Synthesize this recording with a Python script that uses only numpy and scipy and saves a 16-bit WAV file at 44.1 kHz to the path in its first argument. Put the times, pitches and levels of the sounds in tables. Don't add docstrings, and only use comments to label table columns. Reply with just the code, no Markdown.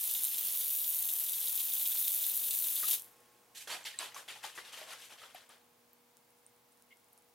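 import sys
import numpy as np
from scipy import signal
from scipy.fft import rfft, irfft
from scipy.io import wavfile

SR = 44100
rng = np.random.default_rng(int(sys.argv[2]) if len(sys.argv) > 2 else 0)


def bounce(signal):
    frames = np.transpose(np.atleast_2d(signal))
    limited = np.clip(frames, -1, 1)
    pcm = np.round(limited * 32767).astype(np.int16)
    wavfile.write(sys.argv[1], SR, pcm)


N = 323694
TIME = np.arange(N) / SR
FLARE_S, SHUT_S = 2.873, 2.939

# time in seconds, then in dB the level change, the body's # relative
# level, the sizzle boost and the lean to the left at 12 kHz, over a steady 0.8 dB lean to the right.
AIM = [(0, 0.5, -11, 3, 1.5), (.45, 0.2, -9.5, 5.5, 1), (.8, -0.5, -11, 8, 1.5), (1.1, 0.5, -11.5, 6, 2.5),
       (1.45, -0.5, -9.5, 6.5, 3), (2.05, 1.7, -11, 8, 1.3), (2.35, .5, -10.5, 7, 3.5),
       (2.6, 1.5, -11.5, 5, 4), (2.92, .3, -8, 3, 4.5)]


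def amp(db):
    return 10 ** (np.asarray(db) / 20)


def unit(x):
    return x / np.sqrt(np.mean(x ** 2) + 1e-20)


def pan(left_db):
    return amp(np.array([left_db, -left_db]) / 2)


def follow(rows, t):
    times, *columns = np.transpose(rows)
    return [np.interp(t, times, column) for column in columns]


def colour(points, hz):
    point_hz, value = np.transpose(points)
    return np.interp(np.log(hz + 1), np.log(point_hz + 1), value)


def shape(x, rule, size=512):
    frames = dict(fs=SR, nperseg=size, noverlap=size * 3 // 4)
    hz, t, spectra = signal.stft(x, **frames)
    return signal.istft(spectra * rule(hz[:, None], t), **frames)[1][..., :x.shape[-1]]


def tint(x, points, size=512):
    return shape(x, lambda hz, t: amp(colour(points, hz)), size)


def band(x, lo_hz, hi_hz):
    hz = np.fft.rfftfreq(N, 1 / SR) + 1
    return irfft(rfft(x) / np.sqrt((1 + (lo_hz / hz) ** 16) * (1 + (hz / hi_hz) ** 16)), N)


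def ring(x, hz, width_hz):
    pole = np.exp((2j * np.pi * hz - np.pi * width_hz) / SR)
    return signal.lfilter([1], [1, -pole], x).real


def wander(rate_hz):
    hz = np.fft.rfftfreq(N, 1 / SR)
    return unit(irfft(rfft(rng.standard_normal(N)) / (1 + (hz / rate_hz) ** 2), N))


def add(mix, start, sound):
    part = mix[max(round(start * SR), 0):][:len(sound)]
    part += sound[:len(part)]


def clicks(per_s, spread_db):
    size = amp(spread_db * np.minimum(rng.exponential(1, N), 5)) * rng.choice([-1, 1], N)
    return unit(size * (rng.random(N) < per_s / SR))


def puffs(rows, spectrum, decay_s, rise_s):
    swell, t = np.zeros(N), np.arange(SR // 8) / SR
    for start, db in rows:
        add(swell, start, amp(db) * (1 - np.exp(-t / rise_s)) * np.exp(-t / decay_s))
    return swell * unit(tint(rng.standard_normal(N), spectrum))


def workshop_air(level_db=-69):
    # frequency in Hz, relative density in dB.
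    spectrum = [(18, -55), (30, -24), (108, -12), (208, -9.5), (237, -8), (432, -9.5), (467, -11),
                (532, -10), (709, -7), (1910, -15.5), (2130, -13), (2490, -15.5), (9190, -19), (15500, -16)]
    # frequency in Hz, side relative to mid in dB.
    width = [(25, -2), (60, -9), (130, -12), (300, -3.5), (640, -2), (1400, -2.5), (3100, -3.5), (7000, -5),
             (15000, -10)]
    mid, side = (unit(tint(rng.standard_normal(N), spectrum, size=2048)) for _ in range(2))
    side = tint(side, width, size=2048)
    return amp(level_db) * (mid + np.array([side, -side]))


def mains_hum(mains_hz=60, waver_db=1.5, trim_db=-1):
    # multiple of the mains, relative level in dB before and after.
    harmonics = [(2, -83, -90.5), (4, -85.5, -81), (8, -77, -77), (12, -86, -92), (14, -79.5, -83.5),
                 (16, -107, -86), (18, -76.5, -88), (20, -114, -92)]
    change = np.clip((TIME - 5.1) / .5, 0, 1)
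    hum = np.zeros(N)
    for multiple, before, after in harmonics:
        level = amp(before + (after - before) * change + waver_db * wander(2.1))
        hum += level * np.sin(2 * np.pi * (multiple * mains_hz * TIME + rng.random()))
    return np.sqrt(2) * amp(trim_db) * hum


def room(x, turn_hz=2.3, count=3):
    # frequency in Hz, seconds to fall by 60 dB.
    t60 = [(200, 0.23), (2000, 0.072), (6000, 0.11), (15000, 0.081)]
    # frequency in Hz, relative level in dB.
    spectrum = [(200, -5), (600, -0.5), (1500, -2), (3000, 0.5), (7000, 2), (15000, 5)]
    t, out = np.arange(SR // 3) / SR, np.zeros((2, N))
    for k in range(count):
        taps = rng.standard_normal((2, len(t))) * (t > .003)
        tail = shape(taps, lambda hz, s: amp(colour(spectrum, hz) - 60 * s / colour(t60, hz)), size=256)
        tail /= np.linalg.norm(tail, axis=1, keepdims=True)
        turn = np.sqrt(2 / count) * np.cos(np.pi * (turn_hz * TIME + k / count))
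        out += signal.fftconvolve((turn * x)[None], tail, axes=1)[:, :N]
    return out


def squeak(start_s=6.904, length_s=0.028, level_db=-61):
    # frequency in Hz, width in Hz, relative level in dB.
    modes = [(2140, 11, -1), (2160, 61, -1), (2860, 500, -6)]
    count, rub = round(length_s * SR), np.zeros(N)
    add(rub, start_s, rng.standard_normal(count) * signal.windows.tukey(count, .3))
    ringing = sum(amp(db) * unit(ring(rub, hz, width)) for hz, width, db in modes)
    return amp(level_db) * unit(band(ringing, 2000, 3400)) * np.sqrt(count / N)


def foam_fizz():
    # time in seconds, level in dB.
    settling = [(0, -66.5), (3.05, -66.5), (3.5, -71.5), (5.5, -82), (7.3, -100)]
    # frequency in Hz, relative density in dB.
    spectrum = [(100, -8.5), (400, 4), (1000, 0), (1600, 0.5), (4000, -6.5), (9000, -5), (15000, -9.5)]
    level_db, = follow(settling, TIME)
    return amp(level_db) * unit(tint(clicks(per_s=8000, spread_db=.5), spectrum))


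def foam_crackle(level_db=-81.5, growth_db_per_s=1.5):
    # frequency in Hz, relative density in dB.
    spectrum = [(2000, -25), (7000, -10), (10500, 0), (13000, -16), (16000, -9)]
    ticks = unit(tint(clicks(per_s=70, spread_db=5.0), spectrum))
    return ticks * amp(level_db + growth_db_per_s * np.maximum(TIME - SHUT_S, 0))


def pops():
    # start in seconds, peak in dB, centre in Hz, width as a share of the centre.
    ticks = [(0.2363, -14, 10900, 0.75), (0.2432, -11, 11500, 0.81), (0.25, -21, 9600, .4),
             (.5245, -18, 10000, 0.72), (2.0816, -10, 14000, 0.84), (2.107, -20, 12500, 0.9),
             (2.9695, -42, 10400, 0.46), (2.9967, -27, 7960, 1.8), (3.0213, -27, 11100, 0.88),
             (3.0455, -36, 11000, 0.78), (3.1148, -49, 13400, 0.4), (3.842, -40.5, 7600, 0.17),
             (3.989, -22, 7800, 0.28), (3.988, -35.5, 3980, 0.11), (4.1454, -37, 6000, 0.32),
             (5.347, -42, 11900, 0.18), (5.493, -42.5, 9000, .5), (5.9328, -43, 14000, 0.56),
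             (6.17, -42.5, 7500, 2), (6.4648, -41.5, 9050, 0.32), (6.723, -55, 8850, 0.28),
             (7.131, -47, 11800, 0.29), (7.187, -53, 9600, 0.17)]
    out, snap = np.zeros(N), np.r_[1., 0, -1, np.zeros(400)]
    for start, db, hz, width in ticks:
        width_hz = hz * width / 2
        tick = ring(ring(snap, hz, width_hz), hz, width_hz)
        add(out, start, amp(db) * tick / abs(tick).max())
    return out


def knocks():
    # start in seconds, level in dB.
    hits = [(2.828, -47.5), (4.438, -46), (4.576, -45), (5.22, -52)]
    # frequency in Hz, relative density in dB.
    spectrum = [(80, -6), (160, 0.5), (450, 10.5), (800, -3), (1300, 15), (1900, 18), (3000, -4),
                (8000, -32)]
    return puffs(hits, spectrum, decay_s=0.014, rise_s=0.00045)


def gulps(glide_per_s=1.86, flutter_db=3.3):
    # start in seconds, level in dB, starting pitch in Hz, seconds to fall by 60 dB.
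    large_bubbles = [(2.833, -44, 1227, 0.07), (3.715, -34.5, 4440, 0.069), (3.725, -54, 1050, 0.071),
                     (3.75, -43, 735, 0.089), (3.856, -46, 2947, .05), (3.94, -44.5, 1825, .07),
                     (4.025, -45.5, 1041, .07), (4.163, -43, 1120, 0.082), (4.358, -48, 840, 0.054),
                     (4.442, -41, 840, 0.072), (4.577, -47.5, 1925, 0.14), (4.815, -45, 605, 0.063),
                     (4.921, -47, 1376, 0.11), (5.216, -44, 1260, 0.032), (5.347, -50, 734, 0.055),
                     (5.494, -55, 1195, 0.048)]
    out, t = np.zeros(N), np.arange(SR // 5) / SR
    for start, db, hz, t60 in large_bubbles:
        tone = np.sin(2 * np.pi * hz * t * (1 + glide_per_s * t / 2))
        add(out, start, amp(db - 60 * t / t60) * (1 - np.exp(-t / 0.0011)) * tone)
    return out * amp(flutter_db * wander(150))


def bubble_cloud(start, end, cycles=6, spread_db=2.5, count=12000, samples=600):
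    when, pitch, luck = rng.random((count, 3)).T[:, :, None]
    hz, n = 350 + 15000 * pitch, np.arange(samples)
    gain = np.sqrt(hz) * amp(spread_db * np.minimum(-np.log(1 - luck), 5))
    turns = hz * n / SR
    grains = gain * np.exp(-turns / cycles) * np.sin(2 * np.pi * turns) * (1 - n / samples)
    at = ((start + (end - start) * when) * SR).astype(int) + n
    return unit(np.bincount(at.ravel(), grains.ravel(), N)[:N])


def surge(start, rise, hold, drain_db_per_s=254, froth_db=-11, froth_db_per_s=79):
    swell = np.clip((TIME - start) / rise, 0, 1)
    splash = amp(-10.5) ** 2 * np.clip((TIME - start) / 0.0044, 0, 1)
    after = np.maximum(TIME - start - rise - hold, 0)
    fall = amp(-drain_db_per_s * after) ** 2 + amp(froth_db - froth_db_per_s * after) ** 2
    return np.array([swell, swell, np.maximum(swell, splash)]) * fall


def slosh(bubble_share=0.42, deep_db=-2.5, middle_db=-2.0, spray_db=0.5):
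    # start, rise and hold in seconds, relative level in dB,
    # then offsets in dB for the deep gurgle and the spray.
    strokes = [(3.547, 0.0095, 0.06, -53, -19, -1.5), (3.672, 0.0034, 0.021, -47.5, -3, -5),
               (3.694, 0.02, 0.027, -43, -4.5, -6.5), (3.849, 0.0083, 0.017, -42, -15, -8),
               (3.987, 0.011, 0.044, -44.5, -5, -7), (4.142, 0.011, 0.032, -52.5, -1, -2),
               (4.278, 0.011, 0.024, -46.5, -7.5, -9), (4.345, .012, 0.025, -59.5, -6, -3.5),
               (4.428, 0.018, 0.011, -44, -8.5, -7), (4.549, .01, .008, -58.5, -2.5, 2),
               (4.576, 0.0024, 0.012, -50, -4, -8.5), (4.641, .015, 0.036, -53.5, -8, -9),
               (4.719, 0.013, 0.064, -51, -5.5, -5.5), (4.803, .015, 0.029, -56, -3.5, -6),
               (4.863, 0.058, 0.011, -49.5, -3.5, -6.5), (4.976, 0.04, .04, -55.5, -12, -3.5),
               (5.094, 0.016, 0.015, -57, -0.5, -4.5), (5.174, 0.016, 0.02, -57, -9, -9),
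               (5.211, 0.0086, 0.037, -58, 0, -6.5), (5.294, 0.0071, .008, -61.5, -8, -7),
               (5.344, 0.01, 0.0077, -55, -4.5, -6.5), (5.40, .015, 0.022, -67, -1.5, -6),
               (5.486, 0.021, .025, -62.5, 0, -7)]
    start, end = strokes[0][0], strokes[-1][0] + .5
    cloud = bubble_cloud(start, end) * np.sqrt((end - start) * SR / N)
    drive = np.sqrt(bubble_share) * cloud + np.sqrt(1 - bubble_share) * rng.standard_normal(N)
    # frequency in Hz, relative density in dB.
    spectrum = [(88, -48), (150, -13), (249, -16.5), (483, -4), (543, -1), (756, -2.5), (817, 1),
                (1070, -1.5), (1330, -2), (3140, 3.5), (6320, -7.5), (7830, -7.5), (12000, -10),
                (15800, -23)]
    froth = tint(drive * amp(0.96 * wander(73)), spectrum)
    bands = np.array([band(froth, 100, 1570), band(froth, 1600, 5050), band(froth, 5780, 18000)])
    bands /= bands[:, round(start * SR):round(end * SR)].std(axis=1, keepdims=True)
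    power = np.zeros((3, N))
    for onset, rise, hold, db, deep, spray in strokes:
        gains = amp([[db + deep + deep_db], [db + middle_db], [db + spray + spray_db]])
        power += gains ** 2 * surge(onset, rise, hold)
    return (np.sqrt(power) * bands).sum(0)


def bench(x, strength=.3, nearest_s=.00086, gap_s=.000155):
    # time in seconds, delay in seconds.
    delays = [(0, .00105), (.22, .00095), (.4, .00094), (.6, .000885), (.83, .00086), (.95, .00089),
              (1.15, .00098), (1.45, .00109), (1.7, .00112), (2.25, .00116), (2.55, .00114), (2.95, .00109)]

    def comb(hz, t):
        delay, = follow(delays, t)
        echoes = np.exp(-2j * np.pi * hz * delay) + np.exp(-2j * np.pi * hz * (delay + gap_s))
        return 1 + strength * (nearest_s / delay) ** 1.5 * np.clip(hz / 7500, 0, 1) ** 2 * echoes

    return shape(x, comb)


def aimed(x):
    return shape(x, lambda hz, t: pan(follow(AIM, t)[3] * (hz / 12000) ** 2 - .8))


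def sizzle(x, centre_hz=14450, width_hz=950):
    return shape(x, lambda hz, t: amp(follow(AIM, t)[2] * np.exp(-((hz - centre_hz) / width_hz) ** 2)))


def valve(steady_db=-38, flare_db=-32.5, shut_db_per_s=620, dribble_db=-41.5, dribble_db_per_s=174):
    flare = np.clip((TIME - FLARE_S) / .01, 0, 1)
    shut_for = np.maximum(TIME - SHUT_S, 0)
    flow = amp(steady_db + (flare_db - steady_db) * flare - shut_db_per_s * shut_for)
    dribble = (shut_for > 0) * amp(dribble_db - dribble_db_per_s * shut_for)
    return np.hypot(flow, dribble)


def spits(per_s, spread_db, decay_s):
    power = signal.lfilter([1], [1, -np.exp(-2 / (decay_s * SR))], clicks(per_s, spread_db) ** 2 + 1e-12)
    return unit(np.sqrt(power) * rng.standard_normal(N))


def jet(spit_share=0.46, wet_share=0.21):
    # frequency in Hz, relative density in dB.
    hiss_spectrum = [(100, -37), (180, -22), (400, -31), (830, -21.5), (1500, -22), (2100, -18.5),
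                     (3000, -10.5), (3700, -8.5), (5000, -14), (6500, -9), (7600, -12), (11600, -1.5),
                     (14400, -4.5), (15800, -5)]
    # start in seconds, relative level in dB.
    sputter_times = [(0.092, -36), (0.149, -35), (0.1895, -45), (0.3435, -36.5), (0.381, -36.5),
                     (0.4678, -48), (0.614, -37.5), (0.8415, -38), (1.0873, -37), (1.284, -44),
                     (1.3332, -38.5), (1.4212, -41), (1.472, -39.5), (1.5758, -37.5), (1.5973, -37),
                     (1.7195, -38), (1.797, -39), (1.8554, -33.5), (1.92, -35.5), (1.9706, -37),
                     (2.0404, -37.5), (2.0752, -32.5), (2.2394, -36), (2.376, -42), (2.4376, -39),
                     (2.5094, -33), (2.6404, -38.5), (2.6873, -46), (2.7636, -36), (2.8414, -39.5)]
    # frequency in Hz, relative density in dB.
    sputter_spectrum = [(1500, -41), (2300, -7.5), (2800, -0.5), (3700, 11), (4400, 0.5), (7000, -0.5),
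                        (11000, 1.5), (15000, -24)]
    fine_share = spit_share * np.where(TIME < FLARE_S, 1, .5)
    gas = rng.standard_normal(N) * amp(2.1 * wander(210))
    fine_spits = spits(per_s=660, spread_db=3.0, decay_s=0.0011)
    fat_spits = spits(per_s=82, spread_db=0.0, decay_s=0.0045)
    mist = np.sqrt(1 - fine_share) * gas + np.sqrt(fine_share) * fine_spits
    wet = np.sqrt(1 - wet_share) * unit(mist + .5 * gas) + np.sqrt(wet_share) * fat_spits
    hiss, gurgle = tint(np.array([mist, wet]), hiss_spectrum)
    patter = tint(spits(per_s=45, spread_db=2.7, decay_s=0.0049), sputter_spectrum)
    aim_db, body_db = follow(AIM, TIME)[:2]
    body = amp(body_db) * (amp(-2) * unit(band(gurgle, 20, 6130)) + amp(-6.5) * unit(patter))
    treble = amp(0.65) * sizzle(unit(band(hiss, 7160, 15300)))
    sputters = puffs(sputter_times, sputter_spectrum, decay_s=0.0096, rise_s=0.00012)
    return valve() * amp(aim_db) * (body + treble) + amp(-2) * sputters


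def scene():
    spray = bench(jet())
    ticks = pops() + foam_crackle()
    rub = squeak()
    can = slosh() + gulps() + knocks()
    drift = pan(np.interp(TIME, [3.7, 4.4], [-2.4, 2.4]))
    direct = aimed(spray) + drift * can + ticks + rub
    reverb = room(amp(-7.5) * spray + amp(-3.5) * can + amp(-9.5) * ticks + rub)
    return direct + reverb + workshop_air() + foam_fizz() + mains_hum()


def record(dry):
    lowpass = signal.firwin(511, 15950, window=("kaiser", 9), fs=SR)
    return signal.oaconvolve(dry, lowpass[None], "same")


dry = scene()
out = record(dry)
bounce(out)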